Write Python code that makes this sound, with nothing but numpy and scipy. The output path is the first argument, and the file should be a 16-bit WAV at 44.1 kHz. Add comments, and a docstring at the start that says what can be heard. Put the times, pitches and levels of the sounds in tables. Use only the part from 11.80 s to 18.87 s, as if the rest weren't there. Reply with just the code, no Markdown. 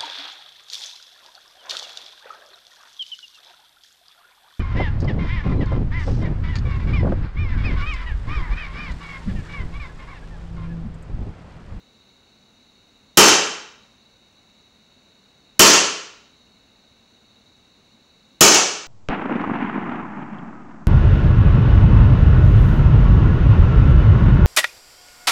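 """A gas blowback airsoft pistol fires three shots through a chronograph on a table in a small, bare room.
Each shot is a hammer tick, a pressure pulse, a jet of gas and the clack of the slide, built from shaped noise,
clicks and decaying sines. The room answers with echoes, a dense tail and standing waves for most of a second.
The close microphone overloads on the loud onsets. Soft rumble, a faint hiss and a trace of whine fill the pauses."""
import sys
import numpy as np
from scipy import signal
from scipy.fft import rfft, irfft
from scipy.io import wavfile

SR = 44100
rng = np.random.default_rng(int(sys.argv[2]) if len(sys.argv) > 2 else 0)


def put_to_file(sound):
    """Save the sound as 16-bit audio at rate SR, in the file named by the first command-line argument."""
    columns = np.atleast_2d(sound).T  # one column per channel
    safe = np.clip(columns, -1, 1)
    whole_steps = np.round(safe * 32767)
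    wavfile.write(sys.argv[1], SR, whole_steps.astype(np.int16))


N = 311787

# Room air at the microphone, spectral shape: (frequency [Hz], level [dB])
AIR_SPECTRUM = [(20, -8.5), (50, 0), (160, -1.5), (215, 4), (255, 2), (300, -3.5), (600, -6.5), (1100, -10),
                (1800, -14), (3300, -19), (5000, -20), (7000, -22), (8000, -27.5), (15500, -38)]
# Narrow resonances of the hiss: (centre [Hz], half-width at half gain [Hz], level [dB])
HISS_RESONANCES = [(1480, 110, -15), (2201, 180, -11.5), (2610, 90, -12.5), (2860, 150, -10.5),
                   (3520, 110, -14), (3790, 110, 0.5), (3920, 48, 0), (4050, 30, -1), (4332, 75, -3),
                   (4500, 100, -13), (5350, 150, -20), (5970, 110, -13.5), (6280, 170, -16),
                   (6960, 220, -16.5)]
AIR_DB, HISS_DB, WHINE_DB = -59.5, -59.5, -89
WHINE_HZ = 15682

# Shots: (time [s], pressure pulse level [dB], gas jet level [dB], slide level [dB],
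# late clack time after the shot [s], late clack level [dB])
SHOTS = [(1.3730, -0.5, -2, -0.5, 0.11, -2.5), (3.7940, -1, 0.2, -1.5, 0.14, -3.5),
         (6.6084, -2.5, -2, -6, .136, -1)]
# Blows of the action, hammer, slide at its rear stop, slide home: (time after hammer fall [s], level [dB])
ACTION_BLOWS = [(0, -15), (.016, -1), (.058, -3)]
HAMMER_LEAD_S, BARREL_S = 0.0016, 0.003  # hammer falls before the gas; pellet's time in the barrel
# Metal-on-metal crack, spectral shape: (frequency [Hz], level [dB])
CLACK_SPECTRUM = [(100, -18), (400, -4.5), (1300, -2), (2000, -6), (3000, -2.5), (3800, -7), (6300, 3.5),
                  (7300, -4), (9000, -16), (15500, -36)]
# Ringing of slide and frame: (frequency [Hz], level [dB], 60 dB decay time [s])
GUN_MODES = [(1184, -5.5, 0.059), (1346, -1.5, 0.064), (2260, -8, .06), (2705, -1.5, 0.088),
             (2924, -3, 0.047), (3140, -2, 0.029), (4470, -5.5, 0.057), (5560, -5, .04), (6300, -2.5, .025),
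             (6450, -4.5, .02)]
# Escaping gas, spectral shape: (frequency [Hz], level [dB])
JET_SPECTRUM = [(200, -25), (1000, -12.5), (2100, -12.5), (3100, -4.5), (3600, -10), (4500, -6), (5400, -4),
                (6400, -1.5), (7200, -4), (8200, -13.5), (10000, -22), (15500, -38)]
# Bright snap at the muzzle, spectral shape: (frequency [Hz], level [dB])
SNAP_SPECTRUM = [(1000, -14), (4000, -8), (6500, 0), (8500, -4), (12000, -3.5), (16000, -7)]
# Pressure pulse at the muzzle, spectral shape: (frequency [Hz], level [dB])
PULSE_SPECTRUM = [(30, -28), (90, -18), (190, -1.5), (235, -5), (300, 3), (440, 2.5), (530, -1),
                  (800, -1.5), (1300, -1), (1750, -7), (3000, -5.5), (4000, -11.5), (7000, -14),
                  (15000, -36)]

# Standing waves of the room: (frequency [Hz], level [dB], 60 dB decay time [s])
ROOM_MODES = [(165, -9, .6), (196.6, 2.5, .45), (306, 1, 0.42), (376, -2.5, .5), (419, -1, 0.7),
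              (448.5, -3.5, 0.5), (603, -8.5, 0.64), (704, -8.5, .7), (915, -7, .5)]
# Room losses: walls take all pitches alike, panels take the bass, the air takes the treble
WALL_DB_PER_S, PANEL_DB_PER_S, AIR_DB_PER_S = 75.5, 50, 55
PANEL_REF_HZ, AIR_REF_HZ = 100, 10000  # where the panel and air losses have these values
TOP_HZ = 15850


def undb(db):
    """Decibels to amplitude gain."""
    return 10 ** (np.asarray(db) / 20)


def seconds(length):
    """Time axis of the given length in seconds."""
    return np.arange(int(length * SR)) / SR


def unit(x):
    """Scale to a total energy of one."""
    return x / np.sqrt(np.sum(x ** 2))


def on_log_axis(hz, points):
    """Read (Hz, value) points along a log-frequency axis."""
    at, value = np.transpose(points)
    return np.interp(np.log(np.maximum(hz, 1)), np.log(at), value)


def add(track, at, sound):
    """Mix a sound into the track at a time in seconds."""
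    start = int(round(at * SR))
    part = sound[:len(track) - start]
    track[start:start + len(part)] += part


def fade(t, t60):
    """Exponential decay, 60 dB down after t60 seconds."""
    return np.exp(-np.log(1000) * t / t60)


def background():
    """Soft room rumble, a thin, steady hiss with narrow resonances, and a trace of electronic whine."""
    hz = np.fft.rfftfreq(N, 1 / SR)
    air_gain = undb(on_log_axis(hz, AIR_SPECTRUM))
    hiss_gain = sum(undb(db) / (1 + ((hz - centre) / width) ** 4) for centre, width, db in HISS_RESONANCES)
    air = unit(irfft(rfft(rng.standard_normal(N)) * air_gain, N))
    hiss = unit(irfft(rfft(rng.standard_normal(N)) * hiss_gain, N))
    whine = unit(np.sin(2 * np.pi * WHINE_HZ * np.arange(N) / SR))
    mix = undb(AIR_DB) * air + undb(HISS_DB) * hiss + undb(WHINE_DB) * whine
    return np.sqrt(N) * mix  # from unit energy to unit RMS


def click(points, size=4096):
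    """Pulse that starts at once with the given spectrum: minimum phase, from the folded cepstrum."""
    hz = np.fft.rfftfreq(size, 1 / SR)
    cepstrum = irfft(np.log(undb(on_log_axis(hz, points))))
    cepstrum[1:size // 2] *= 2
    cepstrum[size // 2 + 1:] = 0
    return unit(irfft(np.exp(rfft(cepstrum))))


def burst(points, t60):
    """A dying burst of turbulent noise with an even, smooth spectrum."""
    t = seconds(0.4)
    half_fade = fade(t, 2 * t60)  # applied before and after flattening, together t60
    spectrum = rfft(rng.standard_normal(len(t)) * half_fade, 2 * len(t))
    flat = irfft(spectrum / np.abs(spectrum))[:len(t)]
    return unit(signal.fftconvolve(flat * half_fade, click(points)))


def ring(modes):
    """Resonances as decaying sines at random phase, their relative energies set by their levels."""
    t = seconds(1)
    total = 0
    for hz, db, t60 in modes:
        sine = np.sin(2 * np.pi * (hz * t + rng.random()))
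        total = total + undb(db) * unit(fade(t, t60) * sine)
    return unit(total)


def metal_blow(crack_t60=0.016, ring_db=-7):
    """Metal meets metal: a short crack, while slide and frame ring."""
    sound = undb(ring_db) * ring(GUN_MODES)
    add(sound, 0, burst(CLACK_SPECTRUM, crack_t60))
    return sound


def pistol(crack_db=28.5, crack_t60=0.022, pulse_db=30.5, jet_db=30, action_db=20, jet_t60=0.13):
    """The hammer knocks the valve open with a crack; gas pops from the muzzle, hisses on, throws the slide back."""
    out = np.zeros(N)
    for at, pop_db, gas_db, slide_db, late_s, late_db in SHOTS:
        add(out, at, undb(crack_db + gas_db) * burst(JET_SPECTRUM, crack_t60))
        # the pressure pulse escapes once the pellet has left the barrel
        add(out, at + BARREL_S, undb(pulse_db + pop_db) * click(PULSE_SPECTRUM))
        add(out, at, undb(jet_db + gas_db) * burst(JET_SPECTRUM, jet_t60))
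        for delay, db in ACTION_BLOWS:
            add(out, at - HAMMER_LEAD_S + delay, undb(action_db + slide_db + db) * metal_blow())
        add(out, at + late_s, undb(action_db + late_db) * metal_blow())
    return out


def muzzle_snap(snap_db=25, snap_t60=0.039):
    """The brightest part of each crack beams straight at the microphone, with no room reflections."""
    out = np.zeros(N)
    for at, _, gas_db, *_ in SHOTS:
        add(out, at, undb(snap_db + gas_db) * burst(SNAP_SPECTRUM, snap_t60))
    return out


def room_t60(hz):
    """Reverberation time: panel loss falls with the root of frequency, air loss grows with its square."""
    panel_loss = PANEL_DB_PER_S * np.sqrt(PANEL_REF_HZ / hz)
    air_loss = AIR_DB_PER_S * (hz / AIR_REF_HZ) ** 2
    return 60 / (WALL_DB_PER_S + panel_loss + air_loss)


def room(x, direct_db=-5, modes_db=-19.5, build_s=0.0019, early_db=-9, early_t60=0.09, count=24):
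    """Direct sound, sparse first reflections, a dense tail whose top treble dies first, and standing waves."""
    t = seconds(1)
    hz = np.fft.rfftfreq(len(t), 1 / SR)
    scatter = np.exp(2j * np.pi * rng.random(len(hz)))
    centres = np.geomspace(40, SR / 2, count)
    tail = 0
    # overlapping triangular bands, each with its own decay
    for centre, share in zip(centres, np.eye(count)):
        band = irfft(scatter * on_log_axis(hz, np.c_[centres, share]), len(t))
        tail = tail + band * fade(t, room_t60(centre))
    # table and near walls return separate echoes, about 900 per second, before the field grows dense
    echoes = rng.standard_normal(len(t)) * (rng.random(len(t)) < 900 / SR)
    early = echoes * fade(t, early_t60)
    response = unit(tail) + undb(early_db) * unit(early) + undb(modes_db) * ring(ROOM_MODES)
    response *= 1 - np.exp(-t / build_s)
    response[0] += undb(direct_db)
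    return signal.fftconvolve(x, response)[:N]


def scene():
    """The pistol in its room and its direct snap, over the background; one microphone."""
    return (room(pistol()) + muzzle_snap() + background())[None]


def gain_control(x, threshold=0.27, ratio=1.7, follow_s=0.022):
    """Turns loud sound down by its smoothed level, too slowly to catch the first crack."""
    keep = np.exp(-1 / (follow_s * SR))
    envelope = signal.lfilter([1 - keep], [1, -keep], np.abs(x))
    return x * np.maximum(envelope / threshold, 1) ** (1 / ratio - 1)


def record(dry, ceiling=0.62, knee=12.0, low_cut_hz=24):
    """Gain control, then an input that clips; its coupling lets the flat tops sag; the top is cut."""
    driven = gain_control(dry)
    clipped = driven / (1 + np.abs(driven / ceiling) ** knee) ** (1 / knee)
    coupling = signal.butter(1, low_cut_hz, "high", fs=SR, output="sos")
    coupled = signal.sosfilt(coupling, clipped)
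    top_cut = signal.firwin(401, TOP_HZ, window="blackman", fs=SR)
    return signal.fftconvolve(coupled, top_cut[None], "same")


dry = scene()
out = record(dry)
put_to_file(out)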